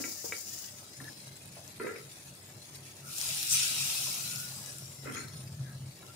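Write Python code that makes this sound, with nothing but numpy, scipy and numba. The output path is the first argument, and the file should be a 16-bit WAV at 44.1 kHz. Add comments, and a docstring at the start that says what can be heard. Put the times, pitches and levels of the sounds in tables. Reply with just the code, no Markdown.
"""Water hits hot oil in a metal wok and flashes into a dense sizzle of tiny bursting bubbles, which dies
away as the pan cools. For three seconds before the pour, spices fry gently; drops spit and steam
whistles through the food. Nearby, kitchen things are knocked and dragged as they are set down.
Behind it all a low hum wavers and swells over the rumble of the wood fire.
A phone with two microphones hears it from above the pan."""
import sys
import numpy as np
from scipy import signal
from scipy.fft import rfft, irfft
from scipy.io import wavfile
from scipy.ndimage import uniform_filter1d
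from numba import njit

SR = 44100
rng = np.random.default_rng(int(sys.argv[2]) if len(sys.argv) > 2 else 0)


def to_wav(sig):
    """Store sig (one row per channel, or 1-D mono) as 16-bit WAV at the path in sys.argv[1].

    Samples outside -1..1 are clipped; the rate is SR.
    """
    pcm = np.clip(np.atleast_2d(sig), -1, 1) * 32767
    pcm = np.round(pcm).astype(np.int16)
    wavfile.write(sys.argv[1], SR, pcm.T)  # frames by channels


N = 271215
TIME = np.arange(N) / SR
FREQ = np.fft.rfftfreq(N, 1 / SR) + 1


# Water meets hot metal: a trickle, the bulk of the bowl, a wave up the far wall, its backwash.
# start_s, level_db, attack_s, hold_s, release_db_per_s
SPLASHES = [(3.021, -37.5, 0.22, 0.25, 26), (3.478, -30, 0.034, 0.047, 31.5),
            (3.74, -36.5, 0.052, 0.25, 22), (4.215, -46, 0.022, 0.13, 58)]
# Tone of the boil: freq_hz, gain_db
BOIL_EQ = [(350, -68), (600, -43), (798, -29), (890, -26), (1170, -34), (1340, -17), (1780, -21.5),
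           (2150, -13), (2450, -5), (3100, -5), (4420, -2.5), (5560, 2.5), (6450, -1), (9000, -1.5),
           (10700, -2), (12500, -2.5), (15400, -4)]

def boiling():
    """Splashes boil off: a harder boil packs the bursts denser; big bubbles come later and lower."""
    boil = overlap(SPLASHES)
    busy = np.clip((boil / boil.max()) ** 0.78, .3, 1)
    fizz = sizzle(busy, spread_db=0.5, cycles=20.5, hiss_db=-3.5, flutter_db=0, count=110000)
    fizz = in_wok(flicker_bands(fizz, patchy_db=3.5, width_hz=23, life_s=0.025), BOIL_EQ)
    big = colour(fizz, 2 * rolloff(FREQ / 3900, 8))
    spray = colour(fizz, 2 * rolloff(10500 / FREQ, 12))
    small = unit(fizz - big) - 0.81 * busy ** 2 * spray  # the top dulls when the boil is thickest
    grown = np.interp(TIME - 0.038, TIME, boil)  # big bubbles take time to grow
    big_db = -8 - 7 * np.maximum(TIME - 3.75, 0)  # and dwindle once the pan has cooled
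    return small * boil + unit(big) * amp(big_db) * grown


# Tone of the steam flash: freq_hz, gain_db
FLASH_EQ = [(3500, -26.5), (5200, -19), (5900, 9), (6600, -11), (9300, 2.5), (10300, -14), (15000, -8)]

def steam_flash():
    """The bulk of the water turns to steam at once in a short, bright hiss."""
    hiss = unit(colour(rng.standard_normal((2, N)), shape(FLASH_EQ)))
    return hiss * envelope(3.504, -27.5, attack_s=.016, hold_s=.022, release_db_per_s=240) * pan(3.5)


# Ring of the wok's thin metal: pitch_hz, width_hz, gain_db
METAL_MODES = [(795, 35, -9.5), (1362, 13, -0.5), (1436, 24, 3), (1600, 110, -14), (1940, 25, -0.5)]

def wok_metal():
    """Bubbles collapsing on the wok's floor keep it ringing, now on one mode, now on another."""
    taps = 0.19 * rng.standard_normal(N) + rng.standard_normal((2, N))
    taps = flicker_bands(taps, patchy_db=7, width_hz=160, life_s=0.098)
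    ringing = colour(resonate(taps, METAL_MODES), rolloff(600 / FREQ, 6))
    drive = np.tanh(overlap(SPLASHES) / amp(-30)) ** 0.75  # the ring levels off in a hard boil
    return unit(ringing) * amp(-51.5) * drive * pan(2.1)


# Surges of the poured water: start_s, level_db, attack_s, hold_s, release_db_per_s
SLOSHES = [(3.16, -59.5, 0.077, 0.056, 67), (3.55, -57.5, 0.33, 0.22, 40), (4.46, -61, 0.054, 0.1, 97)]

def slosh():
    """The water gurgles and laps: a crowd of larger bubbles rings low."""
    when, pitch, size, length = rng.random((2400, 4)).T
    gulps = bubbles(when * N, 600 * 2 ** (1.15 * pitch), 8 + 18 * length, amp(-9 * size))
    return unit(gulps) * overlap(SLOSHES) * pan(.5)


# A wet piece vents a puff over a longer jet: start_s, level_db, attack_s, hold_s, release_db_per_s
VENTS = [(-.01, -41.5, 0.0089, 0.12, 112), (-.01, -44, 0.0082, .625, 67)]
# Tone of the oil and of the venting steam: freq_hz, gain_db
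OIL_EQ = [(530, -13), (900, -7), (1300, -12.5), (1450, -5), (2330, 1), (2530, -2), (3750, 0), (4750, 2),
          (9240, -2), (10000, -2), (15400, -7.5)]
VENT_EQ = [(2000, -29), (3800, -20), (4650, -5.5), (4950, -0.5), (6200, -0.5), (7350, -0.5), (7750, -7.5),
           (9200, -10.5), (11600, -11.5), (13200, -7), (15300, -4.5)]

def frying(oil_db=-52.5, cooling_db_per_s=0.7):
    """Oil crackles softly throughout, slowly calming; at the start steam escapes from under the food."""
    oil = sizzle(0.99, spread_db=2, cycles=15, hiss_db=1, flutter_db=1.54, count=22000)
    oil = in_wok(flicker_bands(oil, patchy_db=4, width_hz=42, life_s=0.04), OIL_EQ)
    steam = sizzle(0.94, spread_db=1, cycles=4.1, hiss_db=4.5, flutter_db=2.1, count=30000)
    steam = in_wok(flicker_bands(steam, patchy_db=1, width_hz=31, life_s=0.04), VENT_EQ)
    return oil * amp(oil_db - cooling_db_per_s * TIME) + steam * overlap(VENTS)


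# The last wet spots hiss dry: start_s, level_db, attack_s, hold_s, release_db_per_s
WET_SPOTS = [(4.5, -53, 0.16, 0.093, 52), (5.09, -50, 0.019, 0.11, 163), (5.27, -53.5, 0.031, 0.05, 123)]
# Tone of their hiss: freq_hz, gain_db
DRYING_EQ = [(2500, -9), (4300, -6), (4700, -7), (5400, 3), (6100, -6.5), (7100, -7), (8000, -16),
             (8600, -6), (10200, -6.5), (14000, -19)]

def drying():
    """Steam squeezes out from under a piece in a narrow, watery hiss that flares before it stops."""
    steam = sizzle(0.45, spread_db=2.5, cycles=23, hiss_db=5, flutter_db=5, count=12000)
    steam = flicker_bands(steam, patchy_db=9, width_hz=20, life_s=0.059)
    return in_wok(steam, DRYING_EQ) * overlap(WET_SPOTS)


# Steam jets: start_s, level_db, attack_s, hold_s, release_db_per_s, pitch_hz, width_hz
WHISTLES = [(0.895, -62.5, 0.042, 0.25, 110, 5180, 260), (4.42, -60, .05, 0.14, 79, 4890, 170),
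            (4.51, -59, .05, 0.14, 152, 7730, 260), (4.7, -63, 0.1, 0.16, 27, 7320, 170),
            (4.786, -55, .055, 0.0086, 220, 5600, 260), (4.933, -58, 0.064, .03, 150, 5500, 160),
            (5.11, -65, 0.058, .07, 130, 5370, 140), (5.158, -49.5, 0.011, 0.017, 380, 6740, 200),
            (5.133, -61, 0.049, 0.11, 152, 4230, 260), (5.29, -61.5, 0.018, 0.016, 195, 5220, 300)]

def whistles(flutter_db=2):
    """Steam sputters through narrow gaps in the food, each jet on its own thin band."""
    jet = rng.standard_normal(N) + rng.standard_normal((2, N))
    out = sum(unit(colour(jet, bands([(hz, width_hz, 0)]))) * envelope(*contour)
              for *contour, hz, width_hz in WHISTLES)
    return out * amp(flutter_db * walk(27)) * pan(10.5)


# Single drops spitting in the oil: start_s, level_db, pitch_hz, pan_db (left minus right)
SPITS = [(0.485, -27, 7070, 0), (0.589, -30, 7360, 3), (1.0431, -33, 4200, 6), (1.457, -34, 9400, 1),
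         (1.6776, -34.5, 6000, 12), (2.3516, -39, 8800, 3), (3.183, -23, 7340, 11), (3.2137, -20, 5940, 13),
         (3.289, -17.5, 4800, 4), (3.4294, -17.5, 5200, 5), (3.9162, -21, 9000, -0.5),
         (4.3164, -29, 5350, 3), (4.359, -18.5, 5400, 5.5), (4.401, -25, 6070, 10), (4.661, -31, 6200, 18),
         (4.784, -28, 7600, 9), (5.283, -33, 4080, 3)]

def spits():
    """A drop bursts: a sharp crack with a brief ping, scattered by the pan wall."""
    out, t = np.zeros((2, N)), np.arange(SR // 40) / SR
    for start_s, level_db, hz, pan_db in SPITS:
        scatter = rng.standard_normal((2, len(t))) * (np.exp(-t / 0.00074) + 0.16 * np.exp(-t / 0.011))
        ping = ring(hz, 0.0047, t) + 0.96 * ring(1.31 * hz, 0.0021, t) + 0.19 * ring(14400, 0.0013, t)
        pop = (0.54 * scatter + ping) * (1 - np.exp(-t / 0.00023))
        add(out, start_s, pop / np.abs(pop).max() * amp(level_db) * pan(pan_db))
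    return colour(out, rolloff(3000 / FREQ, 4))


# Kitchen things knocked and set down: start_s, thud_db, thud_hz, clack_db, clack_hz, contact_s, rattle_s
KNOCKS = [(.001, -32, 264, -49, 1490, 0.0098, 0.021), (.040, -33.5, 295, -31.5, 1950, 0.0023, 0.11),
          (0.243, -33.5, 442, -73, 785, 0.0045, 0.025), (0.3229, -37, 460, -26.5, 2150, .0006, 0.014),
          (1.005, -40, 277, -49, 1100, 0.008, 0.21), (1.568, -42, 626, -55, 1000, .015, 0.11),
          (1.799, -37, 417, -38, 1500, 0.0025, 0.047), (1.869, -54, 440, -34.5, 1770, 0.0029, 0.033),
          (1.890, -34, 412, -36, 1670, 0.0066, 0.04), (1.96, -41, 435, -37.5, 2330, 0.005, 0.05),
          (5.035, -39.5, 253, -65, 1420, 0.02, 0.11), (5.057, -38.5, 485, -44, 1410, 0.02, 0.045),
          (5.079, -33.5, 242, -42, 1560, 0.016, 0.15), (5.097, -37.5, 202, -49, 1880, 0.0044, 0.091),
          (5.167, -36.5, 235, -36, 1790, 0.015, 0.24), (6.027, -50, 395, -49.5, 1390, .008, 0.087)]

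def contacts(bounces=6, gap_s=0.017, detune_octaves=0.05):
    """Each knock, then its rattle: uneven bounces that lose 20 dB over the rattle time."""
    for start_s, thud_db, thud_hz, clack_db, clack_hz, contact_s, rattle_s in KNOCKS:
        yield start_s, thud_db, thud_hz, clack_db, clack_hz, contact_s
        delays = gap_s * np.cumsum(rng.random(bounces) + .5)
        detunes = 2 ** (detune_octaves * rng.standard_normal(bounces))
        for delay, detune in zip(delays, detunes):
            drop_db = -4 - 20 * delay / rattle_s
            dull_db = drop_db - 4  # soft bounces lose more clack than thud
            yield (start_s + delay, thud_db + drop_db, thud_hz * detune,
                   clack_db + dull_db, clack_hz * detune, contact_s)


# Ring of the knocked things: pitch_hz, gain_db, t60_s
CLACK_MODES = [(740, 24, 0.045), (1025, 16, 0.044), (1320, 3, 0.061), (1372, 7, 0.082), (1646, 3, 0.032),
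               (1810, -8, 0.015), (1987, 3, 0.039), (2140, -8, 0.036), (2255, 10, 0.036), (2490, -36, .04),
               (3710, 31, 0.032)]

def knocks():
    """Each contact gives a hollow thud and rings the modes near its clack pitch; the walls answer."""
    out, t = np.zeros((2, N)), np.arange(SR // 3) / SR
    for start_s, thud_db, thud_hz, clack_db, clack_hz, contact_s in contacts():
        body = sum(amp(db - 39 * np.log2(hz / clack_hz) ** 2) * ring(hz, t60_s, t)
                   for hz, db, t60_s in CLACK_MODES)
        body += 2.6 * ring(clack_hz, 0.0077, t)  # the dry crack of the contact itself
        grit = rng.standard_normal(len(t)) + rng.standard_normal((2, len(t)))
        chatter = 30 * contact_s * np.exp(-t / 0.015)
        force = grit * (np.exp(-t / contact_s) + chatter)
        force[:, 0] += 15  # the first touch is the hardest
        hollow = ring(thud_hz, 0.031, t) + 0.3 * ring(0.82 * thud_hz, 0.025, t)
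        judder = struck(grit * np.exp(-t / 0.02), hollow)
        thud = 0.73 * ring(thud_hz, 0.044, t) + 0.66 * judder
        add(out, start_s, amp(clack_db) * struck(force, body) + amp(thud_db) * thud)
    # small blunt things: no deep bass and little top
    out = signal.sosfilt(signal.butter(3, 150, "highpass", fs=SR, output="sos"), out)
    blunt = signal.sosfilt(signal.butter(6, 2650, fs=SR, output="sos"), out)
    out = 0.81 * blunt + 0.097 * colour(out, rolloff(FREQ / 5000, 6))
    walls = rng.standard_normal((2, len(t))) * np.exp(-np.log(1000) * t / 0.2) * (t > .004)
    walls /= np.sqrt(np.sum(walls ** 2) / 2)
    return (out + amp(-3.5) * signal.fftconvolve(out, walls, axes=1)[:, :N]) * pan(1.2)


# Jerks of a vessel being set down: start_s, body_db, rim_db, attack_s, hold_s, release_db_per_s
DRAGS = [(1.799, -38.5, -44, .004, .016, 260), (1.826, -38, -45, 0.019, 0.031, 222),
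         (1.9, -48, -50.5, 0.0071, 0.047, 143), (5.034, -48.5, -44, 0.051, 0.014, 230),
         (5.135, -52, -44, 0.024, 0.016, 141)]
# Ring of its body and of its rim: pitch_hz, width_hz, gain_db
BODY_MODES = [(430, 105, 4), (356, 53, -11), (520, 23, -14.5), (230, 110, -8.5)]
RIM_MODES = [(1016, 240, -11.5), (1337, 137, 2), (1535, 110, -1), (1770, 120, -3), (2027, 150, 1.5),
             (2520, 110, -4.5)]

def drag():
    """A vessel scrapes in short jerks: the hollow body groans and the rim rasps."""
    body_gain = overlap([(start_s, body_db, *timing) for start_s, body_db, _, *timing in DRAGS])
    rim_gain = overlap([(start_s, rim_db, *timing) for start_s, _, rim_db, *timing in DRAGS])
    groan = stick_slip(BODY_MODES, stereo_width=0.71) * body_gain * pan(-1.2)
    rasp = stick_slip(RIM_MODES, stereo_width=1) * rim_gain * pan(3.6)
    return groan + rasp


def stick_slip(modes, stereo_width, slips_per_s=690):
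    """A base sticks and slips unevenly on the ground, ringing its modes at an even level."""
    luck, size_db = rng.random((2, N)), rng.standard_normal((2, N))
    mid, side = (luck < slips_per_s / SR) * amp(size_db)
    slips = mid + stereo_width * side * np.array([[1], [-1]])
    band_limit = -10 * np.log10(1 + (FREQ / 2650) ** 24 + (150 / FREQ) ** 6)
    body = colour(slips, bands(modes) + band_limit)
    return body / np.sqrt(uniform_filter1d(np.mean(body ** 2, axis=0), size=SR // 40))


# Brushes against thin metal: start_s, level_db, pitch_hz, t60_s, contact_s
TINGS = [(0.999, -45, 1760, 0.022, 0.0063), (1.03, -45, 1715, .025, .04), (1.064, -40, 1696, 0.026, 0.037),
         (5.209, -45, 1543, 0.087, .05), (5.599, -47.5, 1644, .043, 0.19), (6.07, -49, 1370, .11, 0.044)]

def tings():
    """Thin metal is brushed: the pressure swells and eases, and it sings on one note."""
    out, t = np.zeros((2, N)), np.arange(SR // 3) / SR
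    for start_s, level_db, hz, t60_s, contact_s in TINGS:
        pressure = np.sin(np.pi * np.minimum(t / contact_s, 1)) ** 2
        grit = rng.standard_normal(len(t)) + 0.5 * rng.standard_normal((2, len(t)))
        note = ring(hz, t60_s, t) * (1 - np.exp(-t / 0.0018))
        add(out, start_s, amp(level_db) * struck(grit * pressure, note))
    return out * pan(7.9)


# Glide of the hum: time_s, pitch_hz
HUM_PITCH = [(0, 131.1), (4.0, 138), (5.5, 131.9), (6.15, 131.1)]
# Faint steady tones beside it: pitch_hz, level_db
WHINE = [(98, -69.5), (329, -73), (393, -74.5), (591, -75)]

def hum():
    """A low wavering tone in a skirt of rough noise, with a few faint steady tones."""
    phase = 2 * np.pi * np.cumsum(curve(HUM_PITCH) + 1.77 * walk(14.3)) / SR
    tone = np.sqrt(2) * np.sin(phase) * (1 + 0.5 * walk(23))
    skirt_eq = shape([(50, -40), (95, 3.5), (130, 2), (175, 1.5), (240, -8.5), (450, -76), (2000, -86)])
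    skirt = unit(colour(rng.standard_normal(N), skirt_eq))
    whine = sum(np.sqrt(2) * amp(db + 3.4 * walk(6.5)) * np.sin(2 * np.pi * hz * TIME + 0.12 * walk(8.4))
                for hz, db in WHINE)
    level = hum_level()
    skirt *= np.maximum(level / np.median(level), 1) ** -0.37  # it grows less, so swells sound purer
    return ((amp(-3.5) * tone + amp(-3) * skirt) * level + whine) * pan(1)


# Swells of the hum: peak_s, lift_db, half_width_s; the brief first one gives the knock at 1.0 s its low boom
HUM_SWELLS = [(1.031, 10, 0.051), (1.45, 7, 0.37), (4.1, 5.5, 1), (5.598, 13, 0.4), (5.86, 2.5, 0.16)]

def hum_level(rise_db_per_s=2, throb_hz=3.94, fade_s=5.76, fade_db_per_s=29):
    """The hum creeps up, swells and finally falls away; it throbs, less so in the swells."""
    swell_db = sum(db * np.exp(-((TIME - peak_s) / width_s) ** 2) for peak_s, db, width_s in HUM_SWELLS)
    depth_db = 3.5 * (1.5 - 1.05 * swell_db / swell_db.max())
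    throb_db = depth_db * np.cos(2 * np.pi * throb_hz * (TIME - 3.06))
    fade_db = fade_db_per_s * np.maximum(TIME - fade_s, 0)
    return amp(-65 + rise_db_per_s * TIME + swell_db + throb_db - fade_db)


# Stereo width of the rumble: freq_hz, side_minus_mid_db
RUMBLE_WIDTH = [(30, -12), (80, -14), (140, -10), (300, -7.5), (600, -5.5), (1200, -0.5)]

def fire_rumble(level_db=-60.5):
    """Low bed of the fire and the surroundings, alike on both sides in the bass."""
    eq = shape([(25, -29), (59, -14), (90, -2.5), (129, -10.5), (162, -7), (232, -5.5), (327, -8.5),
                (410, -11.5), (620, -10), (1000, -17.5), (1500, -22), (2500, -48.5)])
    mid, side = colour(rng.standard_normal((2, N)), eq)
    rumble = mid + np.array([[1], [-1]]) * colour(side, shape(RUMBLE_WIDTH))
    return unit(rumble) * amp(level_db + 1.95 * walk(18)) * pan(0.85)


# Air resonances of the wok's bowl: pitch_hz, width_hz, lift_db
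BOWL_MODES = [(1300, 55, 14), (1696, 190, 3.5), (1964, 95, 2), (2610, 210, 3), (3060, 24, -9),
              (3840, 33, 8.5), (4080, 70, 4.5), (5470, 35, 0.5), (5700, 60, -1.5), (6550, 43, 1),
              (6900, 26, 12), (7480, 63, 3.5), (9220, 1100, 4.5)]
# How the two microphones hear the pan: freq_hz, left_minus_right_db
MIC_BALANCE = [(600, -0.5), (1350, 5.5), (1900, 2.5), (2400, -1.5), (3500, 0), (4900, 6.5), (6400, 7),
               (7600, 10), (8400, 1), (9300, -8), (10500, -2), (12000, 1.5), (13400, 11), (15400, 11)]

def in_wok(x, eq):
    """Give a sizzle its tone, the bowl's resonances and the colour of each microphone."""
    bowl_db = sum(db / (1 + (2 * (FREQ - hz) / width_hz) ** 2) for hz, width_hz, db in BOWL_MODES)
    mics = pan(shape(MIC_BALANCE))
    mics /= np.sqrt(np.mean(mics ** 2, axis=0))
    return unit(colour(x, shape(eq) + bowl_db + rolloff(500 / FREQ, 6) + 20 * np.log10(mics)))


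def sizzle(busy, spread_db, cycles, hiss_db, flutter_db, count):
    """Tiny uneven bursts all over the pan above a steam hiss; busy (0-1) is the share that sounds."""
    when, pitch, size, length, place, lean, luck = rng.random((count, 7)).T
    start = when * N
    share = (busy * np.ones(N))[start.astype(int)]
    hz = 900 + 15000 * pitch
    spread = spread_db * np.minimum(hz / 7000, 1)  # only the small bubbles snap loudly
    gain = amp(-spread * np.log(np.maximum(size, .01))) * (luck < share) / np.sqrt(share)
    lag = (place - .3) * .0006 * SR  # each spot has its own path to the two microphones
    ring_cycles = cycles * (0.013 + length ** 2)
    pops = np.array([bubbles(start + side * lag / 2, hz, ring_cycles, gain * amp(side * 1.2 * (lean - .5)))
                     for side in (1, -1)])
    hiss = amp(hiss_db) * unit(rng.standard_normal((2, N)))
    return (unit(pops) + hiss) * amp(flutter_db * walk(22))


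@njit
def bubbles(start, hz, cycles, size):
    """From its start sample each bubble rings for a few cycles, with an energy set by its size."""
    out = np.zeros(N)
    for k in range(len(start)):
        life = cycles[k] * SR / hz[k]
        step = np.exp(2j * np.pi * hz[k] / SR - 3 / life)
        phasor = size[k] / np.sqrt(life) + 0j
        for i in range(max(int(start[k]), 0), min(int(start[k] + 2 * life), N)):
            phasor *= step
            out[i] += phasor.imag
    return out


def flicker_bands(x, patchy_db, width_hz, life_s):
    """Narrow bands swell and fade at random, giving the sizzle a watery, chirpy shimmer."""
    hz, seconds, bins = signal.stft(x, SR, nperseg=1024)
    band = np.exp(-((hz[:25] - hz[12]) / width_hz) ** 2)
    moment = np.exp(-((seconds[:41] - seconds[20]) / life_s) ** 2)
    patches = signal.fftconvolve(rng.standard_normal(bins.shape[1:]), np.outer(band, moment), mode="same")
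    return unit(signal.istft(bins * amp(patchy_db * patches / patches.std()), SR)[1][:, :N])


def struck(force, body):
    """A body's answer to a contact force, with the energy of 8 ms at unit level."""
    answer = signal.fftconvolve(force, body[None], axes=1)[:, :len(body)]
    return answer / np.sqrt(np.sum(answer ** 2) / (.008 * SR))


def ring(hz, t60_s, t):
    """A dying tone that starts at its crest."""
    return np.cos(2 * np.pi * hz * t) * np.exp(-np.log(1000) * t / t60_s)


def resonate(x, modes):
    """Drive resonances given as pitch_hz, width_hz, gain_db."""
    response = sum(amp(db) / (1 + 1j * (FREQ / hz - hz / FREQ) * hz / width) for hz, width, db in modes)
    return irfft(rfft(x) * response, N)


def bands(modes):
    """EQ in dB of steep-sided bands given as pitch_hz, width_hz, gain_db."""
    power = sum(amp(db) ** 2 / (1 + (2 * (FREQ - hz) / width) ** 4) for hz, width, db in modes)
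    return 10 * np.log10(power)


def rolloff(ratio, steepness):
    """EQ in dB: FREQ / corner cuts the highs, corner / FREQ cuts the lows."""
    return -10 * np.log10(1 + ratio ** steepness)


def shape(points):
    """EQ in dB through freq_hz, gain_db points on a log-frequency axis."""
    hz, db = np.transpose(points)
    return np.interp(np.log(FREQ), np.log(hz), db)


def colour(x, db):
    """Filter by a dB value for each frequency."""
    return irfft(rfft(x) * amp(db), N)


def envelope(start_s, level_db, attack_s, hold_s, release_db_per_s):
    """Gain that rises evenly, holds, then dies away at a steady rate."""
    age = TIME - start_s
    release_db = release_db_per_s * np.maximum(age - attack_s - hold_s, 0)
    return np.clip(age / attack_s, 0, 1) * amp(level_db - release_db)


def overlap(rows):
    """Joint gain of several envelopes, added in power."""
    return np.sqrt(sum(envelope(*row) ** 2 for row in rows))


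def curve(rows):
    """A time_s, value table at every sample."""
    return np.interp(TIME, *np.transpose(rows))


def walk(rate_hz):
    """Smooth random drift of rms 1, moving at up to about rate_hz."""
    return unit(colour(rng.standard_normal(N), rolloff(FREQ / rate_hz, 4)))


def amp(db):
    """Decibels to gain."""
    return 10 ** (np.asarray(db) / 20)


def unit(x):
    """Scale so that the mean of the channels has rms 1."""
    return x / np.sqrt(np.mean(np.atleast_2d(x).mean(axis=0) ** 2))


def pan(db):
    """Channel gains for a left minus right level difference."""
    return amp(np.array([[1], [-1]]) * db / 2)


def add(out, start_s, x):
    """Mix x into out from start_s."""
    i = min(max(int(start_s * SR), 0), N)
    out[..., i:i + x.shape[-1]] += x[..., :N - i]


def scene():
    """The wok in front, kitchen handling around it, hum and fire behind."""
    wok = frying() + boiling() + steam_flash() + wok_metal() + slosh() + drying() + whistles() + spits()
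    return wok + knocks() + drag() + tings() + hum() + fire_rumble()


def record(dry):
    """The phone cuts the top steeply above 15.6 kHz."""
    return signal.sosfilt(signal.ellip(10, .2, 75, 15600, fs=SR, output="sos"), dry)


dry = scene()
out = record(dry)
to_wav(out)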